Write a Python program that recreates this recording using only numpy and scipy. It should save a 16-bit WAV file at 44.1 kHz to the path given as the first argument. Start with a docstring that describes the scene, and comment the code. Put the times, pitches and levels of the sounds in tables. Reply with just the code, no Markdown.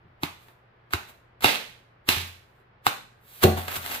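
"""A hand slaps thin plastic balloons on a wooden table, close to a spaced pair of microphones in a
small, lively room. Each slap is a swell of creasing film, a sharp crack, a puff of air and a dying
crumple; two balloons burst, with a longer crumple. One is dragged into the last slap, which drives
through to the table top and makes it boom. Then the hands gather the crinkling plastic."""
import sys
import numpy as np
from scipy import signal
from scipy.fft import rfft, irfft, next_fast_len
from scipy.io import wavfile
from scipy.ndimage import uniform_filter1d

SR = 44100
rng = np.random.default_rng(int(sys.argv[2]) if len(sys.argv) > 2 else 0)


def transcribe(signal):
    """Save signal, clipped to [-1, 1], as a 16-bit WAV file at the path in sys.argv[1]."""
    frames = np.atleast_2d(signal).T
    limited = np.clip(frames, -1, 1)
    pcm = np.round(limited * 32767).astype(np.int16)
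    wavfile.write(sys.argv[1], SR, pcm)


N = 176400

# The hand landing, close up. Each row: start in seconds, crack level in dB, crack length in seconds,
# low-mid scoop in dB, palm hollow pitch in Hz, its level in dB, its width as a share of its pitch,
# taut film pitch in Hz, its level in dB, creasing level in dB, crumple level in dB, crumple T60 in
# seconds, treble tilt in dB per octave, bass shelf in dB, left minus right in dB.
SLAPS = [(0.2338, -20, 0.0015, -16, 1066, -21, 0.86, 3825, -24, -36, -36.5, 0.21, -0.3, 6.5, 0.5),
         (0.9346, -20.5, 0.0043, -5.5, 1360, -18, 0.38, 4080, -34.5, -30, -32, 0.13, -1.5, -4, 1.5),
         (1.4439, -13, 0.0029, 2.5, 767, -16, 0.29, 1520, -14, -19, -18.5, 0.42, 0.3, 1, -0.5),
         (2.0891, -12, 0.0029, -9, 2633, -15.5, 0.26, 3880, -17, -25.5, -22, 0.42, 1.7, 2.5, 0),
         (2.8666, -15, 0.0028, 4, 806, -15.5, 0.22, 1150, -10.5, -27.5, -28.5, 0.18, 0.6, -2, 1),
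         (3.4382, -13.5, 0.0035, 11, 730, -19.5, .3, 1384, -16.5, -10.5, -49, 0.049, -0.1, 2.5, 0.5)]
# The tone of the crack and of the crumple. Each row: frequency in Hz, relative level in dB.
CRACK_SPECTRUM = [(100, -8.5), (320, -2), (500, -12), (850, 1), (1500, 0), (2100, -2), (2700, 1),
                  (3300, -9), (4000, -0.5), (4600, -11.5), (5400, -14), (8000, -14), (10500, -15),
                  (13000, -13), (16000, -16.5)]
CRUMPLE_SPECTRUM = [(100, -15), (300, -4.5), (800, 0), (1300, 1), (2600, 7), (4100, 0), (5300, -5.5),
                    (7500, -11.5), (10500, -11), (13000, -13.5), (16000, -13.5)]
def slaps():
    """The film creases as the palm lands, cracks, then crumples as its folds give way."""
    out, t = np.zeros((2, N)), np.arange(SR // 2) / SR
    lead = t[:SR // 10]
    crease_rise_s = 0.0067
    for start, crack_db, crack_s, scoop_db, *rest in SLAPS:
        crease_db, crumple_db, t60, tilt_db, bass_db, pan_db = rest[-6:]
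        crack = colour(rip(crack_s, apart=1.0), CRACK_SPECTRUM, tilt_db, bass_db, scoop_db)
        add(out, start, undb(crack_db) * crack * pan(pan_db))
        swell = np.exp((lead - lead[-1]) / crease_rise_s)
        crease = crackle(len(lead), per_s=14000, spread_db=2, apart=0.86) * swell
        crease = colour(crease, RUSTLE_SPECTRUM, tilt_db=-0.16, bass_db=bass_db)
        add(out, start - lead[-1], undb(crease_db) * crease * pan(pan_db))
        folds = crackle(len(t), per_s=2400, spread_db=3.5, apart=0.8) * clumps(len(t), spread_db=3)
        crumple = colour(unit(folds) * decay(t, t60), CRUMPLE_SPECTRUM, tilt_db, bass_db, scoop_db)
        add(out, start, undb(crumple_db) * crumple * pan(pan_db - 1))
    return out


def palm_and_film_rings():
    """The air under the palm and the taut film ring for a few cycles at each slap."""
    out, t = np.zeros((2, N)), np.arange(SR // 10) / SR
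    film_ring_s = 0.00048
    for start, _, crack_s, _, hollow_hz, hollow_db, width, film_hz, film_db, *_, pan_db in SLAPS:
        band_hz = [hollow_hz / (1 + width / 2), hollow_hz * (1 + width / 2)]
        hollow = signal.lfilter(*signal.butter(2, band_hz, "band", fs=SR), signal.unit_impulse(len(t)))
        film = np.sin(2 * np.pi * film_hz * t) * t * np.exp(-t / film_ring_s)
        ring = undb(hollow_db) * unit(hollow) + undb(film_db) * unit(film)
        add(out, start, ring * np.sqrt(crack_s * 10) * pan(pan_db))
    return out


# Air pushed out by the palm. Each row: start in seconds, pitch in Hz, level in dB, rise and decay
# time in cycles.
PUFFS = [(0.232, 307, -21.5, 0.92), (.2335, 158, -27.5, 0.62), (0.937, 334, -27, 1.28),
         (0.9383, 83.7, -23.5, 0.49), (1.4432, 324, -17, .6), (1.444, 120, -26.5, 0.78),
         (2.0885, 275.3, -13, 0.27), (2.865, 125, -33.5, .9), (3.4402, 365, -8.5, 0.52),
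         (3.443, 144, -10.5, 0.39)]
def air_puffs(rumble_cut_hz=59):
    """Squeezed air gives one or two low swings of pressure."""
    out, t = np.zeros((2, N)), np.arange(SR // 10) / SR
    for start, hz, db, cycles in PUFFS:
        age = t * hz / cycles
        add(out, start, -undb(db) * np.sin(2 * np.pi * hz * t) * age * np.exp(1 - age))
    return signal.lfilter(*signal.butter(2, rumble_cut_hz, "high", fs=SR), out)


# The clear modes of the wooden top. Each row: frequency in Hz, level in dB, T60 in seconds.
TABLE_MODES = [(87.7, -4, 0.54), (120, -8, 0.17), (157.7, -11.5, 0.34), (215.7, -5.5, 0.36), (365, 2, 0.23),
               (403.4, -0.5, 0.13), (459, -7, 0.11), (513, -7, 0.16), (606, -6, 0.11), (691, -10.5, 0.4),
               (741, -11, 0.64), (785, -12, 0.43)]
# The thud of the many close modes between them. Each row: frequency in Hz, relative level in dB.
THUD_SPECTRUM = [(70, -16.5), (130, -1.5), (280, -6.5), (450, 0), (740, -0.5), (1000, -15.5), (2000, -36.5),
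                 (6000, -59)]
# Knocks on the table. Each row: start in seconds, level in dB, low-pass corner in Hz.
KNOCKS = [(0.046, -50.5, 202), (0.234, -42, 400), (0.482, -67, 500), (0.937, -44, 300), (2.091, -33, 300),
          (2.163, -23, 115), (3.4413, -12, 1110), (3.57, -46, 395), (3.774, -34.5, 137.4)]
def table_knocks(thud_db=-4):
    """The table top thuds and rings; soft knocks reach only its lowest modes."""
    out, t = np.zeros((2, N)), np.arange(SR * 3 // 4) / SR
    for start, db, soft_hz in KNOCKS:
        ring = 0
        for k, (hz, mode_db, t60) in enumerate(TABLE_MODES):
            drive = (-1) ** k * undb(mode_db) / (1 + (hz / soft_hz) ** 2)
            ring += drive * np.sin(2 * np.pi * hz * t) * decay(t, t60)
        thud = colour(diffuse(len(t)) * decay(t, t60=0.28), THUD_SPECTRUM)
        thud = signal.lfilter(*signal.butter(2, soft_hz, fs=SR), thud)
        add(out, start, undb(db) * (ring + undb(thud_db) * thud))
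    return out


# The tone of rustling film, close up. Each row: frequency in Hz, relative level in dB.
RUSTLE_SPECTRUM = [(100, -5.5), (300, -4), (800, 2.5), (1500, 4.5), (2500, 2), (4000, -1), (5500, -9),
                   (8500, -7.5), (10500, -7), (13000, -3), (16000, -4)]
# Film rubbing under the hands, just left of centre. Each row: time in seconds, level in dB.
RUSTLE_LEVEL = [(.27, -90), (.43, -60), (.52, -68.5), (.58, -99), (1.0, -88), (1.1, -49.5), (1.125, -100),
                (2.2, -92.5), (2.28, -45), (2.31, -86), (2.6, -74.5), (2.68, -105), (3.4, -70.5),
                (3.55, -54), (3.578, -33.5), (3.62, -41.5), (3.672, -45.5), (3.715, -36), (3.766, -30),
                (3.79, -52.5), (3.83, -37.5), (3.875, -36.5), (3.92, -33), (3.951, -34.5), (4.0, -39)]
# Single creases snapping. Each row: start in seconds, level in dB, length in seconds, treble tilt in
# dB per octave.
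CREASE_SNAPS = [(0.484, -48.5, 0.0036, -6.5), (0.907, -49.5, 0.0093, -3.5), (0.943, -36, 0.0036, -5),
                (1.094, -56.5, 0.015, -8), (1.407, -42.5, 0.01, -1.5), (1.422, -34.5, 0.021, -1.5),
                (1.46, -21, 0.0014, -3.5), (2.1024, -21.5, 0.00092, 0), (2.123, -34, 0.0018, -6),
                (3.572, -33, 0.019, -11.5), (3.681, -28, 0.0067, -3.5), (3.728, -34.5, 0.0038, 3),
                (3.756, -32, 0.021, 0.7), (3.862, -25.5, 0.0019, 0.2), (3.948, -34, 0.0065, 2)]
def crinkling():
    """Slack film rustles in small clumps under the hands, and now and then a crease snaps."""
    times, levels_db = np.array(RUSTLE_LEVEL).T
    level = undb(np.interp(np.arange(N) / SR, times, levels_db))
    grains = unit(crackle(N, per_s=5000, spread_db=4, apart=0.9) * clumps(N, spread_db=2))
    out = colour(grains * level, RUSTLE_SPECTRUM)
    for start, db, length_s, tilt_db in CREASE_SNAPS:
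        add(out, start, undb(db) * colour(rip(length_s, apart=0.76), RUSTLE_SPECTRUM, tilt_db))
    return out * pan(db=1.3)


def sliding(end_s=3.471, end_db=-47.5, rise_s=0.2):
    """Film dragged over the wood hisses, fine-grained and bright, swelling into the last slap."""
    remaining_s = end_s - np.arange(N) / SR
    level = undb(end_db) * np.exp(-(remaining_s / rise_s) ** 4) * (remaining_s > 0)
    grains = crackle(N, per_s=14000, spread_db=2.5, apart=0.52)
    return colour(grains * level, RUSTLE_SPECTRUM, tilt_db=3.5)


def rip(length_s, apart):
    """A short rip of film with an even spectrum; `apart` sets how unlike the two microphones hear it."""
    t = np.arange(SR // 10) / SR
    fade = np.exp(-(t / length_s) ** 2)
    noise = rng.standard_normal(len(t)) + apart * rng.standard_normal((2, len(t)))
    spectrum = rfft(noise * fade)
    flat = irfft(spectrum / np.abs(spectrum))
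    return unit(flat * np.sqrt(fade)) * np.sqrt(length_s * 10)  # as strong as rms 1 over its length


def crackle(n, per_s, spread_db, apart):
    """Tiny buckling clicks of uneven size; each throws a different share to the two microphones."""
    hits = rng.random(n) < per_s / SR
    sizes = undb(spread_db * np.clip(rng.standard_normal(n), -2, 2))
    clicks = hits * sizes * rng.choice([-1, 1], n)
    return unit(clicks * (1 + apart * rng.standard_normal((2, n))))


def clumps(n, spread_db, per_s=130):
    """A gain that jumps about as folds give way one after another."""
    jumps = np.clip(rng.standard_normal(n // 50), -1.5, 1)
    return undb(spread_db * np.interp(np.arange(n) / SR * per_s, np.arange(len(jumps)), jumps))


# The small room around the table. Each row: frequency in Hz, T60 in seconds.
ROOM_T60 = [(100, 0.88), (350, 0.29), (1000, 0.37), (3000, 0.43), (7000, 0.44), (14000, 0.31)]
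# The tone of its tail. Each row: frequency in Hz, gain in dB.
ROOM_SPECTRUM = [(60, -18.5), (200, 1), (500, 3.5), (2000, -2.5), (5000, -2.5), (14000, -2.5)]
def room(x, tail_db=-1.5, early_db=-4, early_s=0.0089, onset_s=0.004):
    """The walls return a cluster of early reflections, then a smooth tail that lingers in the bass."""
    n = SR * 3 // 4
    t, f = np.arange(n) / SR, np.fft.rfftfreq(n, 1 / SR)
    noise, tail = diffuse(n), 0
    tone = undb(at(ROOM_SPECTRUM, f))
    fade_out = np.clip((t[-1] - t) * 5 - 1, 0, 1)
    for hz, t60 in ROOM_T60:
        band = at([(centre, centre == hz) for centre, _ in ROOM_T60], f)
        rate = np.log(1000) / t60
        dying = even(noise * decay(t, t60), bins=90) * np.sqrt(2 * rate / SR)
        tail += irfft(rfft(dying) * band * tone, n) * fade_out
    early = unit(even(diffuse(n) * np.exp(-t / early_s), bins=60) * (t < 0.1)) / np.sqrt(n)
    response = (undb(tail_db) * tail + undb(early_db) * early) * np.minimum(t / onset_s, 1)
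    return np.array([signal.fftconvolve(a, b)[:N] for a, b in zip(x, response)])


# Room tone, from all around the microphones. Each row: frequency in Hz, relative level in dB.
ROOM_TONE_SPECTRUM = [(15, -51), (25, -14), (90, -11), (124, -11), (293, -22), (345, -16), (826, -17),
                      (1650, -20), (2270, -24.5), (4980, -43), (6500, -58.5), (11700, -88)]
def room_tone(air_db=-59.5, hum_db=-62, hum_hz=119.2):
    """Quiet room air with a faint mains hum."""
    air = unit(spectral(diffuse(N), lambda f: undb(at(ROOM_TONE_SPECTRUM, f))))
    return undb(air_db) * air + undb(hum_db) * np.sin(2 * np.pi * hum_hz * np.arange(N) / SR)


def diffuse(n, mic_spacing_m=0.25):
    """Noise from all sides: alike at the two microphones in the bass only."""
    likeness = np.sinc(2 * np.fft.rfftfreq(n, 1 / SR) * mic_spacing_m / 343)
    mid, side = rfft(rng.standard_normal((2, n))) * np.sqrt([1 + likeness, 1 - likeness])
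    return unit(irfft(np.array([mid + side, mid - side]), n))


def colour(x, points, tilt_db=0, bass_db=0, scoop_db=0, size=2048):
    """Causal filter through (Hz, dB) points, with tone controls; keeps the power of white noise."""
    f = np.fft.rfftfreq(size, 1 / SR)
    tilt = tilt_db * np.log2(f / 1000 + 1)
    shelf = bass_db / (1 + (f / 550) ** 4)
    scoop = scoop_db * np.exp(-(np.log2((f + 1) / 540) / 0.4) ** 2)  # between low thump and crack
    cepstrum = irfft(np.log(undb(at(points, f) + tilt + shelf + scoop)))
    cepstrum[1:size // 2] *= 2  # fold to minimum phase
    cepstrum[size // 2 + 1:] = 0
    response = irfft(np.exp(rfft(cepstrum)))
    return signal.fftconvolve(x, response[None] / np.linalg.norm(response))[:, :x.shape[1]]


def even(x, bins):
    """Level out the broad chance peaks and dips in the spectrum of a noise; keeps its power."""
    power = uniform_filter1d(np.abs(rfft(x)) ** 2, bins, axis=-1)
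    return unit(irfft(rfft(x) / np.sqrt(power), x.shape[1])) * x.std()


def spectral(x, gain):
    """Apply a gain given as a function of frequency."""
    n = next_fast_len(x.shape[1] + SR // 10)
    return irfft(rfft(x, n) * gain(np.fft.rfftfreq(n, 1 / SR)), n)[:, :x.shape[1]]


def at(points, f):
    """Read (Hz, value) points on a log-frequency axis."""
    hz, values = np.array(points, float).T
    return np.interp(np.log(f + 1), np.log(hz), values)


def add(out, start, x):
    """Mix a sound in at a time in seconds."""
    i = max(int(start * SR), 0)
    out[:, i:i + x.shape[-1]] += x[..., :max(N - i, 0)]


def decay(t, t60):
    """Fall by 60 dB every t60 seconds."""
    return 1000 ** (-t / t60)


def pan(db):
    """Left and right gains for a level difference."""
    return undb(np.array([[1], [-1]]) * db / 2)


def undb(db):
    """Decibels to gain."""
    return 10 ** (np.asarray(db) / 20)


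def unit(x):
    """Scale to rms 1."""
    return x / np.sqrt(np.mean(x ** 2))


# The balance across the spaced pair. Each row: frequency in Hz, left minus right in dB.
MIC_BALANCE = [(100, 1.5), (350, -2), (1200, -1), (2600, -4.5), (4200, -7), (6000, 2.5), (8000, 2.5),
               (10500, 4), (13000, -13), (16000, 10)]
def scene():
    """Balloons and table reach the left microphone first; the room answers, mostly to the plastic."""
    plastic = slaps() + crinkling() + sliding()
    rings, air, wood = palm_and_film_rings(), air_puffs(), table_knocks()
    mic_lag_s = np.array([[0], [0.0002628]])
    direct = spectral(plastic + rings + air + wood, lambda f: np.exp(-2j * np.pi * f * mic_lag_s))
    reverb = room(plastic + 0.35 * rings + 0.3 * air + 0.07 * wood)
    return spectral(direct + reverb, lambda f: pan(at(MIC_BALANCE, f))) + room_tone()


def record(dry):
    """The recorder rounds only the highest peaks and cuts the top above 15.4 kHz."""
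    rounded = dry / (1 + dry ** 4) ** 0.25
    return signal.sosfilt(signal.ellip(10, 0.2, 80, 15400, fs=SR, output="sos"), rounded)


dry = scene()
out = record(dry)
transcribe(out)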